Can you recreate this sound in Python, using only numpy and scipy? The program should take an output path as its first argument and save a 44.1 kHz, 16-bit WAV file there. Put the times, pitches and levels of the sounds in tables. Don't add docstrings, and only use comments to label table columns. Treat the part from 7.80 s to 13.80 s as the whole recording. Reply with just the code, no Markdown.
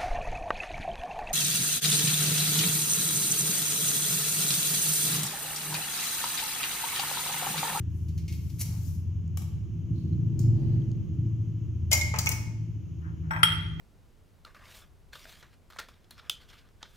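import sys
import numpy as np
from scipy import signal
from scipy.fft import rfft, irfft
from scipy.io import wavfile

SR = 44100
rng = np.random.default_rng(int(sys.argv[2]) if len(sys.argv) > 2 else 0)


def persist_wave(psi):
    counts = np.round(np.clip(psi, -1, 1) * 32767).astype(np.int16)
    wavfile.write(sys.argv[1], SR, np.atleast_2d(counts).T)


def voltage_ratio(level):
    return 10 ** (np.asarray(level, float) / 20)


N = 264600
T = np.arange(N) / SR

# [t/s, crunch level/dB]
BLADE = [(.1, -74), (.16, -67.5), (.46, -70), (.525, -54), (.6, -61), (.785, -61), (.82, -47.5), (.93, -56),
         (1.05, -53)]
# [f/Hz, density/dB]
CRUNCH = [(1500, -10.5), (2300, -12), (4300, -7.5), (5800, 2.5), (7300, 0.5), (8600, -7.5), (10300, -1),
          (12500, 1), (15000, 2), (16600, -31)]
# [t/s, level/dB, attack/s, t60/s]
RUB = [
    (0, -49.5, 0.00037, 0.0087),
    (.78, -60.5, 0.15, 0.52),
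]
# [f/Hz, density/dB]
FLESH = [(400, -18.5), (620, -7.5), (850, -4), (1200, -8), (2000, -16.5)]
# [t/s, bright level/dB, body level/dB, t60/s]
SNAPS = [(0.2827, -57.5, -58, 0.1), (0.288, -63, -69, .06), (0.377, -50, -50, 0.13),
         (0.4793, -48, -44.5, 0.18), (0.5242, -47.5, -44.5, 0.078), (0.6974, -55, -55, 0.06),
         (.701, -59, -58, .04)]
# [f/Hz, density/dB]
SNAP_TOP = [(1470, -41), (2500, -7), (3740, -10), (4200, 2.5), (6000, 4), (8700, -8), (10300, -6),
            (12500, -4), (15500, -1), (16500, -33)]
# [f/Hz, density/dB]
SNAP_BODY = [(880, -47.5), (1500, -24), (1670, -12), (1860, -6), (2210, 3.5), (2630, -0.5), (4180, -2.5),
             (4500, -11.5), (5850, -32), (9900, -120)]
# [t/s, bright level/dB, body level/dB, t60/s]
TEAR = [(0.784, -47, -53, 0.059), (0.7915, -37.5, -53, 0.084), (0.7985, -43, -49, 0.046),
        (0.804, -32, -44.5, 0.038), (0.8102, -26.5, -39.5, 0.048), (0.817, -31, -43, 0.015),
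        (0.825, -43, -44, 0.032)]
# [t/s, bright level/dB, body level/dB, t60/s]
FIBRES = [(.8072, -35, -45, 0.0041), (.8136, -30, -50, 0.0048), (.8162, -25, -52, .005),
          (.819, -28, -48, .006), (.8226, -30, -54, 0.0047), (.8294, -30, -47, 0.0044)]
# [f/Hz, density/dB]
TEAR_TOP = [(2000, -23), (3700, -24), (4250, -7.5), (4800, -10), (5900, -2), (7400, -7.5), (8700, -11),
            (11500, 0.5), (15500, -10.5), (16500, -36)]
# [t/s, bright level/dB, body level/dB, t60/s]
BREAK = [
    (1.5715, -35, -40.5, 0.03),
    (1.618, -47, -50.5, 0.03),
]
# [f/Hz, density/dB]
BREAK_TOP = [(1650, -24.5), (2200, -18), (3000, -1), (4500, -9.5), (7000, 5), (8800, -3.5), (12000, 4),
             (15500, -1.5), (16600, -33)]
# [t/s, bright level/dB, body level/dB, t60/s]
PIECES = [
    (2.5912, -39, -61, 0.027),
    (2.603, -51.5, -67, 0.032),
    (2.615, -59.5, -70.5, 0.14),
]
# [f/Hz, density/dB]
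PIECE_TOP = [(1650, -27.5), (3500, -19.5), (4900, -2.5), (5600, -5.5), (6300, 1.5), (8400, -7.5),
             (11000, -13.5), (15200, -1), (16600, -32)]

# [t/s, rattle level/dB, sizzle level/dB, ring level/dB, thud level/dB]
CLATTER = [(4.1116, -34.5, -38.5, -47.5, -44), (4.1148, -16.5, -27, -28.5, -32.5),
           (4.1178, -22.5, -33, -15.5, -43.5), (4.125, -15, -26.5, -28.5, -43.5),
           (4.13, -10.5, -18.5, -15.5, -36), (4.1345, -22.5, -26.5, -25.5, -45.5),
           (4.1395, -24.5, -30, -33, -48), (4.149, -25.5, -29.5, -36, -51.5), (4.1755, -37, -32, -32, -48),
           (4.2121, -20.5, -36.5, -22, -56), (4.3385, -33.5, -61, -50, -26), (4.36, -35, -52, -33, -33),
           (4.3852, -24.5, -34, -52, -49.5), (4.3875, -21, -25, -54, -42), (4.3925, -21.5, -37, -50, -50.5),
           (4.4595, -23.5, -33.5, -46, -36.5), (4.4665, -38, -38, -25.5, -36.5),
           (4.4697, -24.5, -40.5, -18.5, -50.5), (4.4904, -22.5, -21.5, -54.5, -38.5),
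           (4.515, -25.5, -42, -31, -43.5), (4.5195, -27.5, -34, -45, -53), (4.526, -34, -42, -51, -49)]
# [f/Hz, density/dB]
RATTLE = [(1470, -20), (2500, -18.5), (2950, -4), (3840, -5), (4500, -2.5), (6190, 1.5), (7400, 0.5),
          (8300, -24.5), (11000, -32), (18700, -120)]
# [f/Hz, density/dB]
FIRST_SIZZLE = [(4710, -19.5), (7300, 1.5), (8700, -2), (11000, 0), (12500, 1), (14000, -5.5), (15700, -6),
                (16500, -25.5)]
# [f/Hz, density/dB]
SETTLING_SIZZLE = [(4710, -26), (7300, 1.5), (9200, 0), (10200, 0.5), (11200, -2), (12500, -1), (15500, 0),
                   (16500, -17)]
# [f/Hz, level/dB, t60/s, pan/dB]
FIRST_METAL = [(2060, -16.5, 0.18, 1), (2122, -5.5, 0.17, -12), (2174, -7, 0.11, -5.5),
               (2370, -10.5, .05, 0), (2450, -16, 0.08, 7), (2464, -21, 0.12, 3), (2890, -15, 0.06, -4.5),
               (3140, -15.5, .06, 1.5), (7690, -23, 0.05, 8.5)]
# [f/Hz, level/dB, t60/s, pan/dB]
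SETTLING_METAL = [(2142, -4.5, 0.021, -12.5), (2242, -2, 0.037, -6), (2500, -6.5, 0.074, -2),
                  (2790, -18, 0.048, 13.5), (3370, -20, 0.061, -3), (5450, -12, 0.03, 2),
                  (5770, -11.5, .04, -5), (6180, -10, 0.036, -3.5), (7440, -16, 0.036, 4)]
# [f/Hz, level/dB, t60/s, pan/dB]
COUNTER_EDGE = [(460, -9.5, 0.11, -5.5), (601.4, -5.5, 0.17, 3), (700, -11, 0.059, -2),
                (830, -9, 0.12, -1.5), (1120, -12, .07, 2.5), (1550, -6.5, 0.044, 2)]
# [f/Hz, level/dB, t60/s, pan/dB]
COUNTER = [(441, -12.5, 0.078, -4), (612, -11, 0.15, 3), (723, -15.5, 0.059, 11), (880, -4.5, 0.1, -3.5),
           (897, -13, 0.069, 7), (1043, -8, 0.1, 3.5), (1273, -5.5, 0.089, -2), (1485, -21, .05, 0),
           (1804, -2.5, 0.043, 1), (2030, -9.5, 0.036, -1.5)]
# [f/Hz, density/dB]
THUMP = [(300, -40.0), (500, -9.5), (900, 4.0), (1500, -2.0), (2500, 2.0), (4000, -27.0)]

# [t/s, knock level/dB, stack level/dB, glass level/dB, upper glass level/dB]
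PLATE_HITS = [(5.5078, -20, -37, -65, -49), (5.5126, -37, -36, -52.5, -52.5),
              (5.5354, -30, -34.5, -50, -56), (5.548, -39, -50, -51, -66), (5.5623, -27, -32, -58, -55.5),
              (5.572, -35, -61, -46, -64), (5.59, -42, -47, -58, -55.5), (5.6311, 5.5, -34, -9, -24),
              (5.6369, -21, -21.5, -14.5, -38.5), (5.661, -28, -40.5, -21, -62),
              (5.7218, -30, -38, -26.5, -55), (5.9964, -41.5, -38.5, -43, -55)]
# [f/Hz, density/dB]
KNOCK = [(300, -35.5), (550, -20), (870, -6), (1400, 8), (2260, 0), (2900, -9.5), (3700, -11.5),
         (4800, -14.5), (7000, -39.5), (9000, -53), (16000, -63)]
# [t/s, level/dB, attack/s, t60/s]
RUBBING = [
    (5.2, -57.5, 0.065, 0.43),
    (5.432, -61.5, 0.008, 0.51),
    (5.506, -33, 0.00343, 0.46),
    (5.55, -48.5, 0.032, 0.097),
]
# [f/Hz, density/dB]
SLIDE = [(500, -15.5), (800, 2), (1150, 5.0), (1600, 8.0), (2500, -10.0), (3300, -45.5)]
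# [f/Hz, density/dB]
GLASS_CRACK = [(3000, -18.5), (5000, 6.5), (12000, -6.5), (16000, -5.0)]
# [f/Hz, level/dB, t60/s, pan/dB]
STACK = [(616, -11.5, 0.072, -5), (886.4, -6, 0.18, -6), (1177, -19, 0.071, 4.5), (1300, -8.5, 0.095, 0.5),
         (1235, -6.5, 0.023, -11.5), (1372, -2.5, 0.2, -2.5), (1390, -1, 0.052, 8.5), (1596, -3, 0.13, 8),
         (1800, -6.5, 0.081, -5), (1950, -2.5, 0.027, -12.5), (1994, -12.5, 0.054, 4.5),
         (2080, -16, 0.068, -4.5), (2390, -8.5, 0.07, -3), (2557, -10, 0.048, 4.5)]
# [f/Hz, level/dB, t60/s, pan/dB]
GLASS = [(2950, -19.5, 0.066, -2), (3128, -10, 0.1, -2), (3180, -1, 0.13, -8), (3240, -11, 0.23, 3.5),
         (3297, -4.5, 0.1, 1), (3290, -11.5, .07, 5.5), (3350, -22.5, 0.09, 8.5)]
# [f/Hz, level/dB, t60/s, pan/dB]
GLASS_TOP = [(5470, -1.5, 0.098, -4.5), (5560, -0.5, 0.07, 5.5), (7800, -3.5, 0.07, 15),
             (8050, 0.5, 0.08, 12.5), (8140, -3, 0.06, 8), (9960, -13, .05, 5.5), (10060, -4, 0.083, 10),
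             (11590, -11.5, 0.08, 9.5), (11950, -5.5, .06, 9), (11970, -3.5, 0.1, 9.5),
             (13290, -18, 0.06, 11.5), (13560, -11.5, 0.05, 9.5), (14850, -13.5, 0.048, 8),
             (14990, -5.5, 0.08, 10.5)]
# [f/Hz, level/dB, t60/s, pan/dB]
GRAZED_TOP = [(3330, -9, .06, 0), (5465, -3, 0.065, 9), (5600, -3, 0.084, 14), (7950, -2.5, 0.069, 16),
              (8150, -7, 0.11, 6), (10060, -12, 0.16, 9), (11600, -9, 0.12, 13), (12050, -13, 0.13, 13),
              (13300, -12, .05, 4), (14700, -13, .1, 10)]

# [t/s, peak level/dB, f/Hz, t60/s]
TICKS = [(1.479, -49, 6900, 0.005), (2.16, -59, 4100, 0.018), (2.181, -58, 4120, 0.024),
         (2.33, -59, 4120, 0.044), (3.019, -52, 3170, 0.015), (3.041, -56, 6300, .006),
         (2.6, -68, 4600, .25), (2.62, -62, 5050, 0.22), (3.116, -50.5, 6600, 0.015),
         (3.1162, -53, 3000, .01), (3.1161, -48, 4500, .005), (3.468, -57, 5450, .005)]
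# [t/s, level/dB, attack/s, t60/s]
RUSTLE = [
    (2.12, -71, 0.068, 1),
    (2.75, -74.5, 0.2, 0.6),
]
# [f/Hz, density/dB]
RUSTLE_BAND = [(1500, -22.5), (3000, -15.0), (4400, 0.0), (6000, -18.0)]
# [t/s, level/dB, attack/s, t60/s]
BRUSH = [
    (2.68, -82.5, 0.17, 0.45),
]
# [f/Hz, density/dB]
BRUSH_BAND = [(7500, -19.5), (9300, 3), (11500, -3), (13000, -22.5)]

# [f/Hz, t60/s, left-right likeness/1]
REVERB = [(533, 0.46, 0.63), (800, 0.7, 0.19), (1870, 0.71, 0.087), (3760, 0.7, 0.25), (7100, 0.46, 0.031),
          (15000, 0.37, 0.23)]

# [t/s, level/dB]
IDLE_LEVEL = [(0.0, -20.5), (0.04, -30.5), (0.9, -33.5), (2.0, -33), (2.12, -22.5), (2.2, -27), (2.38, -23),
              (2.49, -33), (2.67, -21.5), (2.9, -53.5), (3.25, -42), (3.44, -23), (3.53, -29), (3.72, -29),
              (4.55, -31), (5.25, -38.5), (5.45, -32.5), (6.0, -33)]
# [t/s, f/Hz]
IDLE_SPEED = [(0, 13.7), (.76, 13.6), (.9, 10.85), (1.8, 10.9), (1.95, 14.2), (2.3, 14.15), (3.5, 14.0),
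              (4.4, 14.05), (4.75, 13.8), (5.05, 13.4), (5.55, 13.55), (6, 13.2)]
# [multiple/1, level/dB]
PASSER_ORDERS = [(1, -47.5), (2, -18), (3, -24.5), (4, -27), (5, -1), (6, -4), (7, -12), (8, -25.5),
                 (9, -15), (10, -21), (11, -30), (12, -30), (13, -32), (14, -17.5), (15, -22.5), (16, -29)]
# [f/Hz, density/dB]
WINDOW = [(15, -49.5), (25, -25), (54, -9.5), (70, -3), (96, 3.5), (112, -3.5), (168, -5.5), (186, -13),
          (210, -15.5), (244, -24), (330, -19.5), (472, -35.5), (900, -55), (1170, -93.5), (1980, -120)]
# [f/Hz, width/Hz, level/dB]
ROOM_MODES = [(85.65, 3, 7.5), (111.32, 7.5, 12), (129, 4.4, -11.5), (161.5, 5.7, 9.5), (212, 14, 3.5),
              (265.3, 25, 5), (310.5, 12, 5), (340.3, 9.6, 1.5), (379, 6.2, -5.5)]
# [f/Hz, level/dB]
ROAD_TILT = [(45, -15.5), (100, -1.5), (250, -1.0)]
# [f/Hz, density/dB]
AIR = [(240, -36), (400, -3.5), (426, -15), (563, -33.5), (609, -18), (781, -24), (1000, -18), (1780, -26),
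       (3030, -19), (3650, -30.5), (4530, -33.5), (6590, -22), (7940, -43), (15300, -36), (16500, -61.5)]
# [f/Hz, density/dB]
ROAR = [(300, -38.0), (500, 11.5), (900, 5.5), (1800, -19.0), (3000, -16.0), (4800, -8.0), (6500, -48.5)]
# [t/s, level/dB, attack/s, t60/s]
SWISH = [
    (2.6, -70.5, 0.36, 0.76),
]
# [f/Hz, density/dB]
SWISH_BAND = [(1000, -24.5), (1700, -1), (2400, -6), (3100, -5.0), (3800, -31.5)]

PASS_S = 2.831
ENGINE_NEAR_S, ROAD_NEAR_S, TYRE_NEAR_S = 0.35, 0.35, 0.15
CRACK_T60_S = 0.0074


def knife():
    leaving = np.maximum(T - BLADE[-1][0], 0) / 0.3
    crunch_db = columns(BLADE)[0] - 60 * leaving ** 2
    grains = unit(rng.standard_normal(N) * voltage_ratio(drift(40.0, count=1)[0]))
    crunch = colour(grains * voltage_ratio(crunch_db - 3.5) * (T > BLADE[0][0]), CRUNCH)
    rub = colour(rng.standard_normal(N) * swell(RUB), FLESH)
    cut = place(crunch + rub, pan_db=11.5, lag=-1)
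    cut += snaps(SNAPS, SNAP_TOP, dull_db=-29.0, pan_db=1.0)
    cut += snaps(TEAR, TEAR_TOP, dull_db=-28.0, pan_db=1.0, rise=0.0042)
    cut += snaps(FIBRES, TEAR_TOP, dull_db=-20.0, pan_db=10.0, rise=0.00018)
    return cut


def apple_pieces():
    broken = snaps(BREAK, BREAK_TOP, dull_db=-3.0, pan_db=8.0)
    return broken + snaps(PIECES, PIECE_TOP, dull_db=-2.0, pan_db=7.5)


def snaps(rows, top, dull_db, pan_db, rise=0.00079):
    s, bright_db, body_db, t60 = np.transpose(rows)
    crack = colour(bursts(s, bright_db - 0.5, t60, rise=rise), top)
    body = colour(bursts(s, body_db - 6.0, t60), SNAP_BODY)
    thud = colour(bursts(s, (bright_db + body_db) / 2 + dull_db, t60 * 1.2), FLESH)
    return place(crack + body + thud, pan_db, lag=-1)


def utensils():
    s, rattle_db, sizzle_db, ring_db, thud_db = np.transpose(CLATTER)
    t60 = np.full(len(s), 0.031)
    rattle = colour(bursts(s, rattle_db - 6.0, t60, rise=0.00041), RATTLE)
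    grit = bursts(s, sizzle_db, t60 * 0.79, rise=0.00009)
    grit += bursts(s, sizzle_db - 8.5, 0 * s + CRACK_T60_S, rise=0.00084)
    settle_s = 4.3
    settling = np.arange(N) > settle_s * SR
    sizzle = colour(grit * ~settling, FIRST_SIZZLE) + colour(grit * settling, SETTLING_SIZZLE)
    thump = colour(bursts(s, thud_db - 10.5, t60 * 5.6), THUMP)

    first = s < settle_s
    metal = ring(s[first], ring_db[first] - 1.0, FIRST_METAL, lag=-3.5, spread_db=5.0)
    metal += ring(s[~first], ring_db[~first] + 0.5, SETTLING_METAL, lag=-8.0, spread_db=1.0)
    counter = ring(s[first], thud_db[first] + 0.5, COUNTER_EDGE, lag=-10.5, spread_db=-2.5)
    counter += ring(s[~first], thud_db[~first] - 0.5, COUNTER, lag=-11.0, spread_db=3.0)

    noise = place(rattle, pan_db=6.5, lag=-5.5) + place(sizzle, pan_db=11.5, lag=-2.5)
    noise += place(thump, pan_db=1.5, lag=0.6)
    return noise, metal + counter


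def plate():
    s, knock_db, stack_db, glass_db, top_db = np.transpose(PLATE_HITS)
    knock = colour(bursts(s, knock_db - 7.5, np.full(len(s), 0.015), rise=0.00057), KNOCK)
    slide = colour(rng.standard_normal(N), SLIDE) * swell(RUBBING)

    grazed = s < 5.6
    crack_db = top_db - 11.0 - 14.0 * grazed
    crack = colour(bursts(s, crack_db, 0 * s + CRACK_T60_S, rise=0.00016), GLASS_CRACK)
    stack = ring(s, stack_db, STACK, lag=10.2, spread_db=-4.5)
    glass = ring(s, glass_db - 0.5, GLASS, lag=23.7, spread_db=1.5)
    glass += ring(s[~grazed], top_db[~grazed] - 3.5, GLASS_TOP, lag=14.0, spread_db=3.5)
    glass += ring(s[grazed], top_db[grazed] - 3.0, GRAZED_TOP, lag=14.0, spread_db=6.0)
    return place(knock + slide, pan_db=8.5, lag=13.9) + stack, glass + place(crack, pan_db=9.5, lag=19.0)


def fingers():
    out = colour(pair(side_db=4.0), RUSTLE_BAND) * swell(RUSTLE)
    out += colour(pair(side_db=1.5), BRUSH_BAND) * swell(BRUSH)
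    for s, db, hz, t60 in TICKS:
        out += ring([s], db - 1, [(hz, 0, t60, 0)], lag=-0.5, spread_db=0)
    return out


def kitchen(x, build_up=0.0061):
    t = np.arange(SR) / SR
    tail = 0
    for hz, t60, alike in REVERB:
        edges = [hz / np.sqrt(2), min(hz * np.sqrt(2), .45 * SR)]
        band = signal.butter(2, edges, "band", fs=SR, output="sos")
        mid, side = signal.sosfilt(band, rng.standard_normal((2, SR))) * voltage_ratio(-60 * t / t60)
        alike = np.clip(alike, -1, 1)
        tail = tail + np.sqrt(1 + alike) * mid + np.sqrt(1 - alike) * side * [[1], [-1]]
    tail = tail * np.clip(t / build_up, 0, 1)
    tail = tail / np.sqrt(np.sum(tail ** 2) / 2)
    return signal.fftconvolve(np.mean(x, axis=0)[None], tail, axes=1)[:, :N]


def traffic():
    drone = idling_engines() + passing_engine()
    wall_echo = voltage_ratio(-17.0) * np.roll(drone, SR // 300) * [[1], [-1]]
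    return place(drone, pan_db=1.9, lag=-1.2) + wall_echo + road()


def idling_engines():
    level_db, = columns(IDLE_LEVEL)
    cycle_hz, = columns(IDLE_SPEED)
    order = np.arange(1, 27)[:, None]
    start, end, ease = 2.09, 3.8, 0.18
    pull = np.interp(T, [start - ease, start, end, end + ease], [0, 1, 1, 0])
    low_db = 1.5 - 7 * pull
    is_low = np.clip((96 - order * cycle_hz) / 10, 0, 1)
    order_db = 3.2 * (order % 2 == 0) + 2 * low_db * is_low
    idler = engine(cycle_hz, order_db, wobble_db=3.5 + 0.038 * order, smear=0.9)
    return unit(colour(idler, WINDOW, ROOM_MODES)) * voltage_ratio(level_db - 0.5)


def passing_engine():
    doppler = 1 - 0.012 * np.tanh((T - PASS_S) / ENGINE_NEAR_S)
    passer = engine(23.14 * doppler, np.array(PASSER_ORDERS)[:, 1:], wobble_db=-0.5, smear=1.0)
    return unit(passer) * voltage_ratio(-25.0) * nearness(ENGINE_NEAR_S)


def engine(firing_hz, order_db, wobble_db, smear):
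    count = len(order_db)
    phase = 2 * np.pi * np.cumsum(firing_hz) / SR
    start = smear * rng.standard_normal((count, 1))
    level = voltage_ratio(order_db + wobble_db * drift(2.478, count=count))
    return np.sum(level * np.cos(np.arange(1, count + 1)[:, None] * phase + start), axis=0)


def road():
    gain = voltage_ratio(-48 + 0.26 * T) + voltage_ratio(-37) * nearness(ROAD_NEAR_S)
    rumble = colour(pair(side_db=-5.5), WINDOW, ROOM_MODES) * gain * voltage_ratio(8.5)
    return colour(rumble, ROAD_TILT)


def air():
    roar = colour(pair(side_db=1.5), ROAR) * (voltage_ratio(-84.0) + voltage_ratio(-62.0) * nearness(TYRE_NEAR_S))
    hiss = colour(pair(side_db=-6.0), AIR) * (voltage_ratio(-67.5) + voltage_ratio(-79.0) * nearness(ROAD_NEAR_S))
    swish = colour(pair(side_db=1.0), SWISH_BAND) * swell(SWISH)
    return hiss + swish + roar


def nearness(near_s):
    return 1 / (1 + ((T - PASS_S) / near_s) ** 2)


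def bursts(times, dbs, decays, rise=0.0016):
    env = np.zeros(N)
    for s, db, t60 in zip(times, dbs, decays):
        i = int(s * SR)
        age = T[i:i + SR // 4] - s
        env[i:i + SR // 4] += voltage_ratio(db - 60 * age / max(t60, .003)) * np.clip(age / rise, 0, 1)
    return env * rng.standard_normal(N)


def ring(times, dbs, modes, lag, spread_db):
    at = (np.asarray(times) * SR).astype(int)
    first = at.min()
    luck = rng.standard_normal((len(at), len(modes)))
    out = np.zeros((2, N))
    for k, (hz, db, t60, pan_db) in enumerate(modes):
        clicks = np.full(N - first, 1e-18)
        clicks[at - first] = (-1) ** k * voltage_ratio(dbs + db + spread_db * luck[:, k])
        r = voltage_ratio(-60 / (np.clip(t60, .002, .45) * SR))
        w = 2 * np.pi * hz / SR
        tone = signal.lfilter([0, np.sin(w)], [1, -2 * r * np.cos(w), r * r], clicks)
        out[:, first:] += tone * voltage_ratio([[pan_db / 2], [-pan_db / 2]])
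    return delay(out[0], out[1], lag)


def place(x, pan_db, lag):
    return delay(voltage_ratio(pan_db / 2) * x, voltage_ratio(-pan_db / 2) * x, lag)


def delay(left, right, lag):
    return np.array([np.roll(left, max(round(lag), 0)), np.roll(right, max(round(-lag), 0))])


def pair(side_db):
    mid, side = rng.standard_normal((2, N))
    return mid + voltage_ratio(side_db) * side * [[1], [-1]]


def swell(rows):
    env = np.zeros(N)
    for s, db, rise, t60 in rows:
        fall_db = 60 * np.maximum(T - s - rise, 0) / t60
        env += np.clip((T - s) / rise, 0, 1) * voltage_ratio(db - fall_db)
    return env


def drift(rate, count):
    knots = rng.standard_normal((count, 400))
    return np.array([np.interp(T * rate, np.arange(400), k) for k in knots])


def columns(rows):
    s, *cols = np.transpose(rows)
    return [np.interp(T, s, c) for c in cols]


def unit(x):
    return x / np.sqrt(np.mean(x ** 2) + 1e-20)


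def colour(x, points, modes=()):
    size = 2 ** 15
    hz = np.fft.rfftfreq(size, 1 / SR)
    point_hz, point_db = np.transpose(points)
    db = np.interp(np.log(hz + 1), np.log(point_hz), point_db)
    for mode_hz, width, mode_db in modes:
        db = db + mode_db / (1 + (2 * (hz - mode_hz) / width) ** 2)
    cepstrum = irfft(np.log(voltage_ratio(db)))
    cepstrum[1:size // 2] *= 2
    taps = irfft(np.exp(rfft(cepstrum[:size // 2], size)))[:size // 2]
    taps = (taps / np.linalg.norm(taps)).reshape((1,) * (x.ndim - 1) + (-1,))
    live = np.flatnonzero(np.atleast_2d(x)[0])
    part = signal.fftconvolve(x[..., live[0]:live[-1] + 1], taps, axes=-1)
    out = np.zeros(x.shape[:-1] + (N + size,))
    out[..., live[0]:live[0] + part.shape[-1]] = part
    return out[..., :N]


def scene():
    street = traffic() + air()
    cut, (rattle, clang), (knock, chime) = knife(), utensils(), plate()
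    pieces = apple_pieces()
    direct = cut + pieces + rattle + clang + knock + chime + fingers()
    wet = voltage_ratio(-4.0) * cut + voltage_ratio(-0.2) * pieces + voltage_ratio(-3.0) * rattle
    wet += voltage_ratio(-3.5) * clang + voltage_ratio(-5.0) * knock + voltage_ratio(-6.5) * chime
    return direct + kitchen(wet) + street


def low_pass(x):
    return signal.sosfilt(signal.butter(12, 16800, fs=SR, output="sos"), x)


def record(dry):
    thin = signal.sosfilt(signal.butter(4, 38.0, "high", fs=SR, output="sos"), dry)
    thin = signal.sosfilt(signal.ellip(8, .5, 30, 15750, fs=SR, output="sos"), thin)
    rounded = .9 * np.tanh(thin / .9)
    return low_pass(rounded)


dry = scene()
out = record(dry)
persist_wave(out)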